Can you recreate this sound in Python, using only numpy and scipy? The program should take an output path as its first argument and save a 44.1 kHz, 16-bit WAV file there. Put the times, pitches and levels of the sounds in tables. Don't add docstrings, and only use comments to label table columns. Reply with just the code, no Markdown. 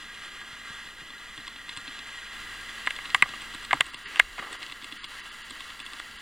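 import sys
import numpy as np
from scipy import signal
from scipy.fft import rfft, irfft, next_fast_len
from scipy.io import wavfile
from scipy.ndimage import uniform_filter1d

SR = 44100
rng = np.random.default_rng(int(sys.argv[2]) if len(sys.argv) > 2 else 0)


def nominal_scale(level):
    x = np.asarray(level, float) / 20
    return 10 ** x


def digitize_waveform(pressure):
    field = np.atleast_2d(pressure).T
    bounded = np.clip(field, -1, 1)
    quanta = np.round(bounded * 32767).astype(np.int16)
    wavfile.write(sys.argv[1], SR, quanta)


N = 273861
TIME = np.arange(N) / SR
SECOND_IN_S, FIRST_OUT_S = 2.325, 3.795

# time [s], level [dB].
WHIRR_LEVEL = [(0.0, -42), (1.17, -42.5), (2.2, -40.5), (3.13, -40), (3.54, -40.5), (4.13, -43.5),
               (4.57, -43.5), (5.21, -43), (6.21, -43.5)]
HOUSING_HZ = [1100, 1225, 1410, 1640, 1880, 2040, 2600, 2800, 3000, 3215, 3450, 3935, 4400, 4840, 5750,
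              7000, 7420, 8100, 8900, 9900]
# width [Hz], level [dB].
HOUSING_1 = [(54, -44), (61.5, 0), (85, 2.5), (87, 8.5), (101, 10), (115, -1), (74.074, -8), (80.4, 1),
             (124, 0), (162, 2.5), (122, 3), (173, 0), (250, -27), (250, -13), (500, -39), (300, -13),
             (250, -8), (300, -11), (300, -6), (500, -8)]
HOUSING_2 = [(22.9, -3), (84, 4), (103, 7.5), (153, 10.5), (105, 11.5), (128, -6), (79, -35), (74.074, 8.5),
             (130, 7), (140, 3.5), (120, 6.5), (182, 5.5), (250, -6), (250, -16.5), (540, -15), (300, -4),
             (250, -6), (300, -13), (300, 0), (500, -4)]
# centre [Hz], width [Hz], depth [0-1].
TABLETOP_1 = [(1490, 80, .4), (1775, 70, .7), (2240, 220, .7), (2710, 70, .5), (3650, 140, .7),
              (4190, 140, .6)]
TABLETOP_2 = [(1500, 90, .55), (1785, 60, .45), (2400, 280, .6), (3610, 150, .6), (4110, 170, .75)]
# centre [Hz], width [Hz], depth [0-1].
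GRILLE = [(5350, 450, .6), (6500, 350, .4), (8590, 220, .6), (9400, 400, .7)]
# frequency [Hz], density [dB per Hz].
FLOOR = [(15, 0), (30, -9), (50, -5.5), (120, -13.5), (300, -10), (700, -19), (1500, -23), (5000, -41),
         (10500, -28), (14000, -27), (17000, -31.5)]
# frequency [Hz], level [dB].
MOTOR_LINES = [(29.5, -63), (87, -71.5), (225.7, -69), (2005, -59.5), (2808, -64), (5615, -77.5),
               (8021, -72.5), (11364, -80)]
# time [s], peak [dB], build-up [ms].
BUMPS = [(.52, -49, 11), (0.699, -43.5, 5.3), (0.851, -51, 10), (0.999, -47, 23), (1.17, -56, 16.4),
         (1.768, -46, 6.2)]
# frequency [Hz], width [Hz], level [dB].
TABLE = [(131, 128, 1), (75.4, 84, -13)]
KNOCK = [(362, 400, -0.35), (690, 530, -1.6)]
# time [s], peak [dB], glint [dB].
TICKS_1 = [(0.8693, -36, -21), (1.015, -39, -24), (1.1023, -28.5, -25), (1.3758, -26.5, -12),
           (1.476, -24, -7), (1.5594, -32.5, -22), (1.6903, -24, -10), (1.7716, -22, -2),
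           (1.8766, -26.5, -26), (1.9892, -25.5, -13), (2.691, -32, -16), (2.8626, -21, -8),
           (2.9622, -23, -10), (3.054, -23.5, -25), (3.0738, -35, -20), (3.1004, -24.5, -22),
           (3.2884, -26, -12), (3.355, -34, -18), (3.4174, -26, -3)]
TICKS_2 = [(3.5455, -25, -5), (3.6475, -25, -7), (3.7408, -26.5, -2), (3.842, -34, -3), (3.864, -28.5, 1),
           (3.9421, -24, -7.5), (4.5267, -25.5, -1.5), (4.6276, -24, -15), (4.6967, -30, -16),
           (4.7204, -23.5, -11), (4.8216, -31, -21), (4.842, -23, -7), (4.9219, -25.5, -14),
           (5.0413, -23.5, -12), (5.5051, -24, -2.5), (5.6041, -24.5, -12), (5.7008, -26.5, -25),
           (5.7995, -23.5, -6.5), (5.8615, -26.5, -11), (5.9318, -25.5, -8), (5.995, -26, -7)]
# frequency [Hz], width [Hz], level [dB].
TOOTH = [(1104, 260, -5), (1620, 270, -10), (2140, 280, 0), (2730, 440, 1), (3473, 530, 2.5),
         (4110, 133, 2), (4800, 350, -8.5)]
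THUMP = [(285, 91, -5), (131, 95, -13.5)]
GLINT = [(8260, 870, 44), (7000, 1500, -23), (9800, 2000, -29), (5800, 1500, -14)]
# time [s], peak [dB].
THUDS = [(1.377, -43), (1.563, -57), (1.773, -43), (1.876, -44), (2.862, -46), (3.544, -45), (3.742, -35),
         (3.864, -53), (3.941, -44.5), (4.526, -57), (4.843, -52), (4.922, -45), (5.505, -46.5), (5.8, -46)]
# time [s], peak [dB], hollow ring [dB], bright ring [dB], build-up [ms].
CLICKS_1 = [(2.8716, -11, -9.5, -7, 1.05), (2.876, -23, 1, -12, 1.47), (2.9038, -16.5, -25, 2.5, 3.2),
            (2.986, -24, -10, -7, 2.5), (3.1463, -3.5, -5, -0.5, 0.7), (3.157, -26, 4, 0, 2.6),
            (3.2236, 0, -12.5, -6.5, 0.27), (3.2233, -8.5, -15, 0, 0.77), (3.258, -28, 4, -12, 1.3),
            (3.3364, -28, -2, -2, 1.06), (3.7081, -12, -13, -9.5, 1.83), (3.7145, -20, -12, -14, 1.7)]
CLICKS_2 = [(3.7303, -7, 1, -8, 0.452), (3.737, -27, 6, -10, 1.3), (3.805, -4.5, -9.5, 1.5, 3.3),
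            (4.158, -21, -7, 4, 1.3), (4.167, -25.5, -3, 6, 3.5), (4.194, 1.5, -15.5, -12.5, 4),
            (4.1941, -12.5, 5, 10, 0.75), (4.3815, -24.5, -2, -8, 0.57), (4.4255, -30, 1, -9, 0.58),
            (4.447, -34, 0, -4, 1.07), (4.469, -32, 5, -14, 1.5), (4.548, -34.5, 2, -8, 1.35)]
# frequency [Hz], width [Hz], level [dB].
SHELL = [(1649, 230, -1.5), (1965, 100, -4.5), (2109, 272, 1.5), (2430, 400, -6.5), (630, 370, -20),
         (5540, 4800, -36.5)]
HOLLOW = [(1153, 114, 0.5), (1047, 210, -1.5), (804, 285, -8)]
BRIGHT = [(2724, 540, 23), (3145, 250, 10), (3560, 150, 12.5), (4370, 670, -14)]
SNAP = [(7440, 500, -1), (8570, 970, -1), (10260, 1600, -16), (13700, 9900, -27)]
# start [s], rise [s], fade [s], level [dB], centre [Hz].
RUBS = [
    (3.15, .005, 0.014, -38, 9000),
    (3.691, 0.051, 0.049, -39.5, 1320),
    (4.049, 0.011, 0.077, -37, 2100),
    (4.13, 0.044, 0.032, -37.5, 2060),
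    (4.384, 0.0027, 0.029, -33.5, 1420),
    (4.421, 0.0049, 0.044, -40, 1510),
    (4.46, 0.0067, 0.072, -46.5, 1040),
    (4.385, 0.013, 0.18, -50, 416),
]
# time [s], peak [dB], build-up [ms].
SWAYS = [(3.74, -48, 20.5), (3.82, -51, 25), (4.0, -55, 23), (4.2, -45, 12), (4.27, -51, 13),
         (4.33, -54, 20)]
THINNED = [0, 2, 6, 7, 31, 50, 51, 52, 54, 61, 65, 71, 90, 106]
# lower edge [Hz], upper edge [Hz].
STRONG_BANDS = [(0, 480), (900, 5100), (6250, 6400), (7050, 7200), (7450, 7600), (8800, 9000),
                (9850, 10000)]


def unit(x):
    return x / np.sqrt(np.mean(x ** 2))


def resonance(f, hz, width):
    return 1j * f * width / (hz ** 2 - f ** 2 + 1j * f * width)


def ring(x, modes, order=1):
    n = next_fast_len(len(x) + 2048)
    f = np.arange(n // 2 + 1) * SR / n
    response = sum(nominal_scale(db) * resonance(f, hz, width) ** order for hz, width, db in modes)
    return irfft(rfft(x, n) * response, n)


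def walk(rate):
    hold = int(SR / rate)
    levels = np.repeat(rng.standard_normal(N // hold + 1), hold)
    return 1.25 * uniform_filter1d(uniform_filter1d(levels, hold), hold)[:N]


def whirr(housing):
    modes = [(hz, width, db) for hz, (width, db) in zip(HOUSING_HZ, housing)]
    load_db = 1.0 * walk(9) + 1.08 * walk(45)
    out = 0
    for part in (modes[:6], modes[6:14], modes[14:]):
        grain_db = 2.1 * rng.exponential(size=N) + load_db + 0.28 * walk(17)
        rubbing = rng.standard_normal(N) * nominal_scale(grain_db)
        out = out + ring(unit(rubbing), part)[:N]
    overlap = (TIME > SECOND_IN_S) & (TIME < FIRST_OUT_S)
    level_db = np.interp(TIME, *np.transpose(WHIRR_LEVEL)) + 0.5
    return unit(out) * nominal_scale(level_db - 2.5 * overlap)


def grille(x, tabletop):
    f = np.arange(N // 2 + 1) * SR / N
    treble = f / 10400
    response = 1 / (1 + 1j * treble) ** 2 * (0.36 + 0.7 / (1 + treble ** 30))
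    for hz, width, depth in tabletop + GRILLE:
        response = response * (1 - np.clip(depth, 0, 1) * resonance(f, hz, width))
    return irfft(rfft(x) * response, N)


def camera(air_db):
    f = np.arange(N // 2 + 1) * SR / N + 1
    hz, density_db = np.transpose(FLOOR)
    colour = nominal_scale(np.interp(np.log(f), np.log(hz), density_db))
    air = irfft(rfft(rng.standard_normal(N)) * colour, N)
    lines = 0
    for line_hz, line_db in MOTOR_LINES:
        level = nominal_scale(line_db + 3 + 1.2 * walk(6))
        lines = lines + level * np.sin(2 * np.pi * line_hz * TIME + 0.7 * walk(5))
    return nominal_scale(air_db) * unit(air) + lines


def strikes(table, *bodies, grit_db=3, blow=2.5, fall_ms=1.5, tail_db=-16, tail_ms=6, size=4096):
    out = np.zeros(N + size)
    t_ms = 1000 * np.arange(size // 2) / SR
    chance = rng.standard_normal((len(table), 2, size // 2))
    for (s, peak_db, *rel_db, build_ms), (noise, grit) in zip(table, chance):
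        after = np.clip(t_ms - build_ms, 0, None)
        rattle = np.exp(-after / fall_ms) + nominal_scale(tail_db) * np.exp(-after / tail_ms)
        force = np.clip(t_ms / build_ms, 0, 1) * rattle
        push = noise * nominal_scale(grit_db * grit)
        push[int(build_ms * SR / 1000)] += blow * np.sqrt(build_ms * SR / 1000)
        hit = 0
        for body, db in zip(bodies, [0, *rel_db]):
            hardness = np.clip(body[0][0] / 2200, 1, 2)
            part = ring(push * force ** hardness, body, order=2)[:size]
            hit = hit + nominal_scale(db) * part / np.abs(part).max()
        i = int(s * SR) - 20
        out[i:i + size] += nominal_scale(peak_db) * hit / np.abs(hit).max()
    return out[:N]


def bumps_and_jolts():
    bumps = [(s, db, -9, build_ms) for s, db, build_ms in BUMPS]
    jolts = [(s, -29 - 0.8 * db, 9.5, 1.17) for s, db, *_ in CLICKS_1 + CLICKS_2 if db > -9]
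    return strikes(bumps + jolts, TABLE, KNOCK, blow=1.5, fall_ms=3, tail_db=-12, tail_ms=14)


def teeth(table):
    touches, seats = [], []
    for s, db, glint_db in table:
        thump_db = -51.5 - db
        touches.append((s - 0.0075, db - 7, thump_db - 11, glint_db - 6, 0.8))
        seats.append((s, db, thump_db, glint_db, 1.5))
    seat = strikes(seats, TOOTH, THUMP, GLINT, blow=0.21, fall_ms=3.5, tail_db=-26, tail_ms=3.5)
    touch = strikes(touches, TOOTH, THUMP, GLINT, blow=0.54, fall_ms=1.8, tail_db=-16, tail_ms=3.9)
    return seat + touch


def thuds():
    table = [(s, db, 2.5) for s, db in THUDS]
    return strikes(table, THUMP, blow=0.37, fall_ms=4.8, tail_db=-9, tail_ms=8.8)


def clicks(table):
    snapping = []
    for s, db, hollow_db, bright_db, build_ms in table:
        snap_db = -10.5 + bright_db + 0.25 * db
        snapping.append((s, db, hollow_db, bright_db, snap_db, build_ms))
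    return strikes(snapping, SHELL, HOLLOW, BRIGHT, SNAP, blow=2.2, fall_ms=1.3, tail_db=-16, tail_ms=7)


def rubs():
    out = 0
    for s, rise, fade, db, hz in RUBS:
        shape = np.clip((TIME - s) / rise, 0, 1) * np.exp(-np.clip(TIME - s - rise, 0, None) / fade)
        skin = rng.standard_normal(N) * nominal_scale(3 * walk(200))
        drag = ring(skin, [(hz, hz, 0), (350, 400, -9)], order=2)[:N]
        out = out + nominal_scale(db) * shape * unit(drag)
    return out


def sways():
    return strikes(SWAYS, [(31.6, 16, 0)], blow=0.66, fall_ms=26, tail_db=-20, tail_ms=12)


def thin(x):
    f = np.arange(N // 2 + 1) * SR / N
    strong = sum((f >= low) & (f < high) for low, high in STRONG_BANDS)
    weak = irfft(rfft(x) * (1 - strong), N)
    frame = (TIME - 3.9187) / (1024 / 48000)
    return x - weak * sum(np.cos(np.pi / 2 * np.clip(frame - k, -1, 1)) ** 2 for k in THINNED)


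def scene():
    first = grille(whirr(HOUSING_1) + teeth(TICKS_1), TABLETOP_1) + camera(air_db=-57) + clicks(CLICKS_1)
    jack_2 = whirr(HOUSING_2) + teeth(TICKS_2)
    second = grille(jack_2 + rubs(), TABLETOP_2) + camera(air_db=-58) + clicks(CLICKS_2)
    first = first * np.clip((FIRST_OUT_S - TIME) / 0.0025, 0, 1)
    second = thin(second) * np.clip((TIME - SECOND_IN_S) / 0.0056, 0, 1)
    left = np.roll(first, 1) + second
    right = first + second
    return np.array([left, right]) + bumps_and_jolts() + thuds() + sways()


def top_cut(x):
    return signal.sosfilt(signal.butter(12, 16480, fs=SR, output="sos"), x)


def record(dry):
    f = np.arange(N // 2 + 1) * SR / N
    cut = irfft(rfft(dry) * (f < 15950), N)
    mix = np.clip(cut, -1, 1)
    return top_cut(mix)


dry = scene()
out = record(dry)
digitize_waveform(out)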